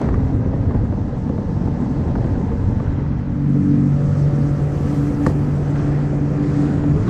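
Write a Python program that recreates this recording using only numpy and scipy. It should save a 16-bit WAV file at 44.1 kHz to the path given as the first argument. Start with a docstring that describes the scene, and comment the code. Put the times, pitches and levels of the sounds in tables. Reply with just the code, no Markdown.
"""A jet ski's three-cylinder engine, heard close up from a microphone at the rider's seat.
It runs rough and half buried in churning water through a turn, drones cleanly once the hull is level,
and races up as the throttle opens at the very end. Just below, chop slaps the hull, foam sloshes
at the bow and the deck takes one hard knock. Spray hisses past and wind buffets the microphone."""
import sys
import numpy as np
from scipy import signal
from scipy.io import wavfile

SR = 44100
rng = np.random.default_rng(int(sys.argv[2]) if len(sys.argv) > 2 else 0)


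def inscribe(sig):
    """Save sig as 16-bit PCM at rate SR to the path in sys.argv[1].

    A 1-D sig is mono; a 2-D sig holds one channel per row.
    Samples are clipped to [-1, 1] before scaling.
    """
    pcm = np.round(np.clip(np.atleast_2d(sig).T, -1, 1) * 32767)
    wavfile.write(sys.argv[1], SR, pcm.astype(np.int16))


N = 313017
THROTTLE_S, REV_OCTAVES_PER_S = 6.92, 2.35
UPRIGHT_S, UPRIGHT_LENGTH_S = 3.36, 0.65  # the hull comes upright and the water briefly lets go


def from_db(db):
    """Decibels to gain."""
    return 10 ** (np.asarray(db) / 20)

def rms_one(x):
    """Scale to rms 1."""
    return x / np.sqrt(np.mean(x ** 2) + 1e-20)

def in_time(rows):
    """A curve of (seconds, value) points, at every sample."""
    return np.interp(np.arange(N) / SR, *np.transpose(rows))

def swell(s, length_s):
    """A bell of height 1 around s, length_s wide at half height."""
    return .5 ** ((2 * (np.arange(N) / SR - s) / length_s) ** 2)

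def swells(rows):
    """Gain of a run of swells, each with a centre and length in seconds and a level in dB."""
    return sum(from_db(db) * swell(s, length_s) for s, length_s, db in rows)

def drift(rate):
    """Slow random wander of spread 1: noise through a double one-pole low-pass."""
    r = np.exp(-80 * np.pi * rate / SR)
    slow = signal.lfilter([1], [1, -2 * r, r * r], rng.standard_normal(N // 40 + 2002))[2000:]
    return np.interp(np.arange(N) / 40, np.arange(len(slow)), rms_one(slow))

def band(x, low_hz, high_hz):
    """Butterworth band-pass."""
    sos = signal.butter(2, [low_hz, min(high_hz, .48 * SR)], "band", fs=SR, output="sos")
    return signal.sosfilt(sos, x + 1e-18)

def muffle(x, edge_hz, order=10):
    """Steep low-pass."""
    return signal.sosfilt(signal.butter(order, edge_hz, fs=SR, output="sos"), x + 1e-18)

def resonate(x, hz, width_hz):
    """A resonance with gain 1 at its peak."""
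    r = np.exp(-np.pi * width_hz / SR)
    feedback = [1, -2 * r * np.cos(2 * np.pi * hz / SR), r * r]
    return signal.lfilter(np.array([1, 0, -1]) * (1 - r * r) / 2, feedback, x + 1e-18)

def ring(x, hz, t60):
    """A unit click sets a sine of height 1 ringing."""
    r, w = from_db(-60 / (t60 * SR)), 2 * np.pi * hz / SR
    return signal.lfilter([0, np.sin(w)], [1, -2 * r * np.cos(w), r * r], x + 1e-18)

def narrow_noise(hz, width_hz):
    """Noise twice through one resonance; rms 1."""
    return rms_one(resonate(resonate(rng.standard_normal(N), hz, width_hz), hz, width_hz))

def grains(per_s, spread_db):
    """Random impacts, many small and a few large; rms 1."""
    sizes = from_db(spread_db * np.minimum(rng.exponential(1, N), 4)) * rng.choice([-1, 1], N)
    return rms_one(sizes * (rng.random(N) < per_s / SR))

def coloured(spectrum, patchy_db, flutter_rate, impacts=0):
    """Third-octave bands of noise plus impacts, each fluttering by patchy_db; rms 1."""
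    hz, db = np.transpose(spectrum)
    edges = 16 * 2 ** (np.arange(31) / 3)
    drive, out = rng.standard_normal((2, N)) + impacts, 0
    for k, (low, high) in enumerate(zip(edges, edges[1:])):
        centre, flutter = np.sqrt(low * high), drift(flutter_rate)
        if hz[0] <= centre <= hz[-1]:
            band_db = np.interp(np.log(centre), np.log(hz), db) + patchy_db * flutter
            out = out + from_db(band_db) * band(drive[k % 2], low, high)
    return rms_one(out)


# The hull's lean. Each row: time in seconds, lean from 1 (in the turn) to 0 (level).
LEAN = [(2.8, 1), (3.65, 0)]
def by_lean(level, turn):
    """Glide between the value when running level and the value in the turn."""
    return level + (turn - level) * in_time(LEAN)

def revs():
    """Octaves that the engine has climbed since the throttle opened."""
    return REV_OCTAVES_PER_S * np.maximum(np.arange(N) / SR - THROTTLE_S, 0)

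# Engine speed before the throttle's rise. Each row: time in seconds, four-stroke cycles per second.
CRUISE_SPEED = [(0, 44.5), (.4, 43.5), (.62, 46.5), (.76, 46), (.95, 46.9), (2.1, 47.1), (2.58, 46.4),
                (3.25, 47.7), (4.4, 47.9), (5.3, 48.1), (6.8, 48.2)]
def engine_cycles():
    """Running count of engine cycles; the load on the pump makes the speed waver."""
    speed = in_time(CRUISE_SPEED) * 2 ** revs()
    return np.cumsum(speed * (1 + 0.0014 * drift(11))) / SR

def roughness():
    """How much the engine's tones shake; it climbs as the racing pump claws at the water."""
    return by_lean(level=0.46, turn=0.37) + 1.8 * revs()

def partial(cycle, multiple, shake):
    """One multiple of the cycle rate, unsteady in height and phase; rms 1."""
    depth = shake * roughness()
    phase = 2 * np.pi * (multiple * cycle + rng.random())
    tone = (1 + depth * drift(21)) * np.cos(phase) + depth * drift(13) * np.sin(phase)
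    return np.sqrt(2 / (1 + 2 * depth ** 2)) * tone

def overtones(cycle, rows, shake, fade_db=2.5):
    """Multiples of the cycle rate that each fade in and out as the hull rolls."""
    return sum(from_db(db + fade_db * drift(1.8)) * partial(cycle, k, shake) for k, db in rows)


# The firing note, just behind the seat. Each row: time in seconds, base level in dB.
FIRING_LEVEL = [(0, -27), (2.9, -29.5), (3.3, -20.5), (3.5, -15), (3.8, -17), (4.25, -14.5), (4.55, -17),
                (4.9, -16.5), (5.3, -19), (5.8, -18), (6.4, -19), (6.6, -17), (6.95, -13.5), (7.03, -28),
                (7.09, -11.5)]
# Waves cover the outlet and choke the note. Each row: centre and length in seconds, dip in dB.
CHOKES = [(3.2, .12, -3.5), (3.33, 0.031, -22), (3.638, 0.044, -9), (4.362, 0.099, -2), (4.76, 0.12, -9),
          (4.932, 0.046, -5), (5.105, 0.035, -8), (5.2, 0.074, -6), (5.58, 0.087, -2), (5.895, .1, -1),
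          (6.31, 0.056, -7.5), (6.795, 0.13, -9.5), (6.994, 0.026, -14)]
# The note's octave swells. Each row: centre and length in seconds, base level in dB.
OCTAVE_SWELLS = [(.25, 0.45, -32), (3.66, 0.37, -18.5), (4.46, 0.082, -24), (4.72, 0.034, -34),
                 (4.91, 0.071, -29), (5.04, 0.21, -23.5), (5.24, 0.084, -15.5), (5.39, 0.11, -24.5),
                 (5.72, 0.1, -28), (5.85, 0.12, -26.5), (6.12, 0.14, -29), (6.25, 0.061, -20.5),
                 (6.42, .1, -20.5), (6.66, 0.2, -19.5), (6.89, 0.11, -19)]
# The exhaust's throb. Each row: multiple of the cycle rate, relative level in dB.
THROB = [(1, -13.5), (2, -1.5), (4, 2), (5, 1.5)]
def exhaust(cycle):
    """Three firings a cycle make the note; unequal cylinders throb on the multiples around it."""
    rough = roughness()
    choke_db = sum(db * swell(s, length_s) for s, length_s, db in CHOKES)
    note = from_db(in_time(FIRING_LEVEL) + choke_db - 3.2 * rough) * partial(cycle, 3, shake=0.49)
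    octave_gain = (from_db(-34) + swells(OCTAVE_SWELLS)) * from_db(-2.2 * rough)
    octave = octave_gain * partial(cycle, 6, shake=0.74)
    in_open_db = 15.5 * swell(3.68, 0.73)  # the outlet clears the water as the hull rights itself
    throb_db = by_lean(level=-35, turn=-31.5) + in_open_db + 19 * revs() - 11.1 * rough
    throb = from_db(throb_db) * sum(from_db(db) * partial(cycle, round(k), shake=0.9) for k, db in THROB)
    return muffle(note + octave + throb, edge_hz=329.7)  # the water-filled silencer

# Engine overtones from under the seat. Each row: multiple of the cycle rate, relative level in dB.
PANEL_BUZZ = [(7, -3), (9, -1.5), (10, 0), (11, -6), (13, -11), (15, -7.5), (16, -8.5), (18, -9.5),
              (19, -13.5), (20, -17), (21, -17), (22, -16), (24, -13.5), (26, -14), (27, -14.5), (28, -16),
              (30, -19.5), (34, -22), (36, -19), (37, -21.5)]
def panel_buzz(cycle):
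    """The engine's higher multiples reach the air through the panels."""
    upright_db = -8.5 * swell(UPRIGHT_S, UPRIGHT_LENGTH_S)
    rasp_db = 2.5 * swell(4.6, 2)  # on smooth water the panels rasp more freely
    level_db = by_lean(level=-38, turn=-43.5) + upright_db + rasp_db + 5 * revs()
    return from_db(level_db) * rms_one(overtones(cycle, PANEL_BUZZ, shake=0.72))

# Gusts right on the microphone. Each row: time in seconds, level in dB.
GUSTS = [(0, -20), (.18, -17), (.4, -21), (.85, -18.5), (1.25, -25.5), (1.45, -23.5), (1.92, -24.5),
         (2.1, -18), (2.45, -20), (2.85, -19.5), (3.2, -23.5), (3.62, -32), (4.15, -24.5), (4.35, -24.5),
         (5.6, -23.5), (6.05, -24.5), (6.68, -28), (6.85, -20), (7.1, -22)]
# Their rumble. Each row: frequency in Hz, relative density in dB.
WIND_SPECTRUM = [(15, -12.5), (30, -4.5), (55, -1.5), (90, 3), (125, 0), (180, -11.5), (300, -22),
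                 (600, -51.5)]
def wind():
    """Turbulent air buffets the microphone with a low rumble."""
    return from_db(in_time(GUSTS)) * coloured(WIND_SPECTRUM, patchy_db=0, flutter_rate=6.1)

def dulled(water):
    """Soften the water's treble, more so where the turn throws it aside."""
    turning = in_time(LEAN)
    thrown_aside = muffle(turning * water, edge_hz=8200, order=3)
    return muffle(thrown_aside + (1 - turning) * water, edge_hz=10130)

# Water along the hull, just below the rider. Each row: time in seconds, base level in dB.
WASH_LEVEL = [(0, -31), (.15, -37.5), (.72, -38), (1.05, -41), (1.45, -40), (2.2, -36.5), (2.85, -38),
              (3.15, -39.5), (3.75, -40.5), (4.4, -40), (5.3, -37), (5.45, -38.5), (5.95, -37.5),
              (6.25, -38.5), (6.6, -35.5), (6.95, -37.5)]
# Its colour in the turn and running level. Each row: frequency in Hz, relative density in dB.
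TURN_SPECTRUM = [(350, -9.5), (600, 4), (880, -0.5), (1150, -9), (1450, -10), (1800, -12), (2300, -22.5),
                 (3000, -39), (4500, -18)]
CRUISE_SPECTRUM = [(350, 0.5), (600, 5), (850, -1.5), (1080, -4.5), (1300, -2), (1500, -7), (1800, -7.5),
                   (2200, -11.5), (2800, -24.5), (3500, -39.5), (5000, -42.5)]
def wash(cycle):
    """Water rushes past the hull, in lumps through the turn and evenly when level."""
    turning = in_time(LEAN)
    lumps = rms_one(from_db(0.9 * drift(29)))
    coarse_drops = 0.42 * grains(per_s=310, spread_db=0.5)
    carving = lumps * coloured(TURN_SPECTRUM, patchy_db=-1, flutter_rate=12, impacts=coarse_drops)
    fine_drops = 0.1 * grains(per_s=1200, spread_db=13.5)
    gliding = coloured(CRUISE_SPECTRUM, patchy_db=1.5, flutter_rate=12, impacts=fine_drops)
    blend = np.sqrt(turning) * carving + np.sqrt(1 - turning) * gliding
    pulsing = 1 + 0.036 * np.cos(2 * np.pi * cycle)  # the jet surges once an engine cycle
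    rush = from_db(in_time(WASH_LEVEL)) * pulsing * blend
    body_loss = 1 - from_db(-3.5 * swell(3.5, 1.8))  # on smooth water the wash thins
    return dulled(rush - body_loss * resonate(rush, hz=620, width_hz=400))

# Churning water close astern. Each row: frequency in Hz, relative density in dB.
CHURN_SPECTRUM = [(80, -23), (130, -5), (190, 1), (290, -3), (360, -9.5), (480, -12.5), (650, -45.5),
                  (1000, -47.5), (2000, -52.5)]
def churn():
    """Water boils dully behind the jet, rising with the wash and the revs."""
    wash_db = in_time(WASH_LEVEL)
    upright_db = -5 * swell(UPRIGHT_S, UPRIGHT_LENGTH_S)
    level_db = by_lean(level=-26, turn=-28) + wash_db - wash_db.mean() + upright_db + 7 * revs()
    return from_db(level_db) * coloured(CHURN_SPECTRUM, patchy_db=4, flutter_rate=13.7)

# Spray passing the microphone. Each row: centre and length in seconds, hiss and top hiss in dB.
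SHEETS = [(0.033, 0.37, -63, -110), (0.801, 0.64, -78.5, -110), (2.091, 1.4, -63.5, -110),
          (3.756, .45, -75.5, -100), (4.215, 0.47, -63.5, -80.5), (4.705, 0.75, -67, -67.5),
          (4.945, 0.24, -60, -65), (5.274, 0.071, -52.5, -65), (5.3, 0.58, -71, -63.5),
          (5.82, 0.45, -63, -84), (6.575, 0.31, -55.5, -76.5), (7.053, 0.27, -62, -92)]
# The colour of the hiss and of the top hiss. Each row: frequency in Hz, relative density in dB.
HISS_SPECTRUM = [(1800, -12), (2800, 4), (3500, 1), (4200, 3), (5200, 3.5), (6000, 2.5), (6800, 4),
                 (7500, -2.5), (8400, -9.5), (9300, -12), (10500, -17)]
TOP_HISS_SPECTRUM = [(6000, -9.5), (8500, -.5), (11000, -16), (13000, -4), (14500, -6.5), (16000, -13.5)]
def spray():
    """Droplets hiss, swelling as sheets pass; a faint, very high hiss comes and goes with the swells."""
    steady_db = by_lean(level=-58, turn=-62.5) - 0.5 * swell(UPRIGHT_S, UPRIGHT_LENGTH_S)
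    hiss_gain = from_db(steady_db) + swells((s, length_s, db) for s, length_s, db, _ in SHEETS)
    top_gain = swells((s, length_s, db) for s, length_s, _, db in SHEETS)
    droplets = 0.12 * grains(per_s=3000, spread_db=6)
    hiss = hiss_gain * coloured(HISS_SPECTRUM, patchy_db=1.53, flutter_rate=13, impacts=droplets)
    top_hiss = top_gain * coloured(TOP_HISS_SPECTRUM, patchy_db=1, flutter_rate=20)
    return dulled(hiss) + top_hiss

def spatter(hits, rise_s):
    """Noise that swells to the size of each hit in rise_s, then dies."""
    r = np.exp(-1 / (rise_s * SR))
    return rng.standard_normal(N) * signal.lfilter([np.e * (1 - r)], [1, -2 * r, r * r], hits + 1e-18)

def strike(hits, modes):
    """Every hit rings each mode with a strength of its own."""
    return sum(ring(hits * from_db(db + 0.89 * drift(33)), hz, t60) * (-1) ** k
               for k, (hz, db, t60) in enumerate(modes))

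# Chop on the hull, underfoot. Each row: start in seconds, then thump, smack, splash and crack in dB.
SLAPS = [(0.014, -16, -11, -26, -42), (0.045, -25, -21, -28, -60), (.088, -27, -22, -11, -58),
         (.141, -23, -26, -14, -56), (.456, -15.5, -25, -25, -66), (0.534, -15, -20, -24, -66),
         (0.709, -16, -19, -19.5, -65), (.746, -13, -17, -27, -66), (.923, -13, -19, -27, -65),
         (0.974, -13.5, -25, -32, -63), (1.293, -11.5, -15, -31, -65), (1.38, -14.5, -19, -21, -60),
         (1.674, -15, -15.5, -28, -66), (2.154, -11, -15, -13.5, -63), (2.184, -15, -20, -32, -66),
         (2.244, -14, -17, -22.5, -62), (2.516, -15.5, -21, -31, -66), (2.8, -14.5, -16, -18, -64),
         (5.264, -2, -29, -24, -30), (5.296, -16, -25, -23, -44), (5.987, -18, -23, -21, -53),
         (6.127, -17, -23, -38, -64), (6.838, -24, -13, -23, -55)]
# The hull's ring under a thump and a splash. Each row: frequency in Hz, gain in dB, t60 in seconds.
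HULL_MODES = [(140, -3.5, 0.036), (234, -1.5, 0.031), (362, -8, 0.044), (504, -7, 0.023), (605, -8, 0.012),
              (870, -18, 0.027)]
SPLASH_MODES = [(710, -12, 0.0092), (1160, -11, 0.017), (1770, -18.5, 0.0071), (2380, -29.5, 0.0094)]
def slaps():
    """Each wave smacks, splashes, throws cracking droplets and, a moment later, thumps the panels."""
    pushes, smacks, bursts, cracks = np.zeros((4, N))
    for s, thump_db, smack_db, splash_db, crack_db in SLAPS:
        i = round(s * SR)
        pushes[round((s + .003) * SR)] = from_db(thump_db)
        smacks[i], bursts[i], cracks[i] = from_db([smack_db, splash_db, crack_db])
    thump = strike(pushes + 0.059 * spatter(pushes, rise_s=0.003), HULL_MODES)
    splash = strike(bursts + 0.046 * spatter(bursts, rise_s=0.0027), SPLASH_MODES)
    splash += 0.3 * band(spatter(bursts, rise_s=0.0017), 1250, 1940)
    crack = band(spatter(cracks, rise_s=0.002), 3900, 8700)
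    smack = band(spatter(smacks, rise_s=0.0019), 530, 1020)
    pop = from_db(-8) * ring(smacks, hz=740, t60=.011)  # air trapped under the hull
    return thump + splash + smack + pop + muffle(crack, edge_hz=9200)

# Surges under the hull. Each row: centre and length in seconds, pitch and width in Hz, level in dB.
DIGS = [(0.498, 0.83, 430, 218, -37), (1.655, 0.76, 180, 119, -24), (2.653, 0.83, 208, 90.5, -28.5),
        (4.3, .7, 1280, 300, -50), (5.8, 0.68, 655, 221, -41.5), (6.602, 0.81, 209, 60, -29)]
def hull_digs():
    """As the hull digs in, the water booms and rushes under it."""
    return sum(from_db(db) * swell(s, length_s) * narrow_noise(hz, width_hz)
               for s, length_s, hz, width_hz, db in DIGS)

# The pump's snarl at the stern. Each row: multiple of the cycle rate, relative level in dB.
SNARL = [(10, -3), (12, -1.5), (17, -10), (19, -6), (22, -15), (24, -23), (36, -25)]
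def pump_snarl(cycle):
    """The pump draws air, most of all in the middle of the turn."""
    return from_db(-42) * swell(1.92, 2.23) * overtones(cycle, SNARL, shake=0.95)

# Foam at the bow, just ahead. Each row: centre and length in seconds, level in dB.
SLOSHES = [(2.95, 0.6, -49), (5.77, 0.11, -43), (5.87, 0.037, -43.5), (6.0, 0.079, -46), (6.7, 0.19, -46),
           (7.09, 0.047, -36)]
# The foam's colour. Each row: frequency in Hz, relative density in dB.
FOAM_SPECTRUM = [(950, -2), (1400, 4.5), (1800, -4), (2300, -13.5), (3000, -12), (4500, -21)]
def sloshes():
    """Foam breaks at the bow in short surges full of bursting bubbles."""
    bubbles = grains(per_s=870, spread_db=5)
    return swells(SLOSHES) * coloured(FOAM_SPECTRUM, patchy_db=2.5, flutter_rate=24, impacts=bubbles)

# The impeller, heard from the seat. Each row: time in seconds, level in dB.
WHINE_LEVEL = [(3.5, -59), (3.85, -54), (3.98, -38), (4.3, -38), (4.72, -43), (4.92, -49), (5.6, -47.5),
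               (7.1, -52)]
def impeller_whine(cycle):
    """Blades locked to the crank make a whine that comes forward once the hull is level."""
    return from_db(in_time(WHINE_LEVEL)) * partial(cycle, 12, shake=0.4)

# The deck, within arm's reach. Each row: frequency in Hz, level in dB, t60 in seconds.
DECK_MODES = [(1140, -11.5, .021), (1820, -16, .018), (2200, -24, .009)]
def deck_knock(start_s=5.2645):
    """A hard contact sets the stiff deck ringing briefly."""
    hit = np.zeros(N)
    hit[round(start_s * SR)] = 1
    return sum(ring(hit * from_db(db), hz, t60) * (-1) ** k for k, (hz, db, t60) in enumerate(DECK_MODES))

# Howls from the intake, close by. Each row: centre and length in seconds, level in dB.
HOWLS = [(5.4, 0.21, -37), (6.35, 1, -37.5), (6.985, 0.066, -24)]
def intake_howl(cycle):
    """Under load the intake howls on one multiple of the cycle rate."""
    return swells(HOWLS) * partial(cycle, 8, shake=0.8)

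def high_sizzle():
    """A narrow, high sizzle swells in the spray hiss toward the end."""
    return from_db(-65) * swell(6.8, 1.1) * narrow_noise(hz=6900, width_hz=400)

def exhaust_growl(cycle):
    """Just after the throttle opens, the exhaust growls at the crank rate."""
    return from_db(-20) * swell(THROTTLE_S + 0.12, .08) * partial(cycle, 2, shake=.6)


def scene():
    """Engine, wind and water, all close to one microphone at the rider's seat."""
    cycle = engine_cycles()
    engine = exhaust(cycle) + panel_buzz(cycle) + impeller_whine(cycle)
    engine += pump_snarl(cycle) + intake_howl(cycle) + exhaust_growl(cycle)
    rumble = wind() + churn() + hull_digs()
    rush = wash(cycle) + spray() + high_sizzle() + sloshes()
    return (engine + rumble + rush + slaps() + deck_knock())[None]

def record(dry, cutoff_hz=15700):
    """The camera at the seat cuts the highest treble."""
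    return signal.sosfilt(signal.cheby2(12, 70, cutoff_hz, fs=SR, output="sos"), dry)


dry = scene()
out = record(dry)
inscribe(out)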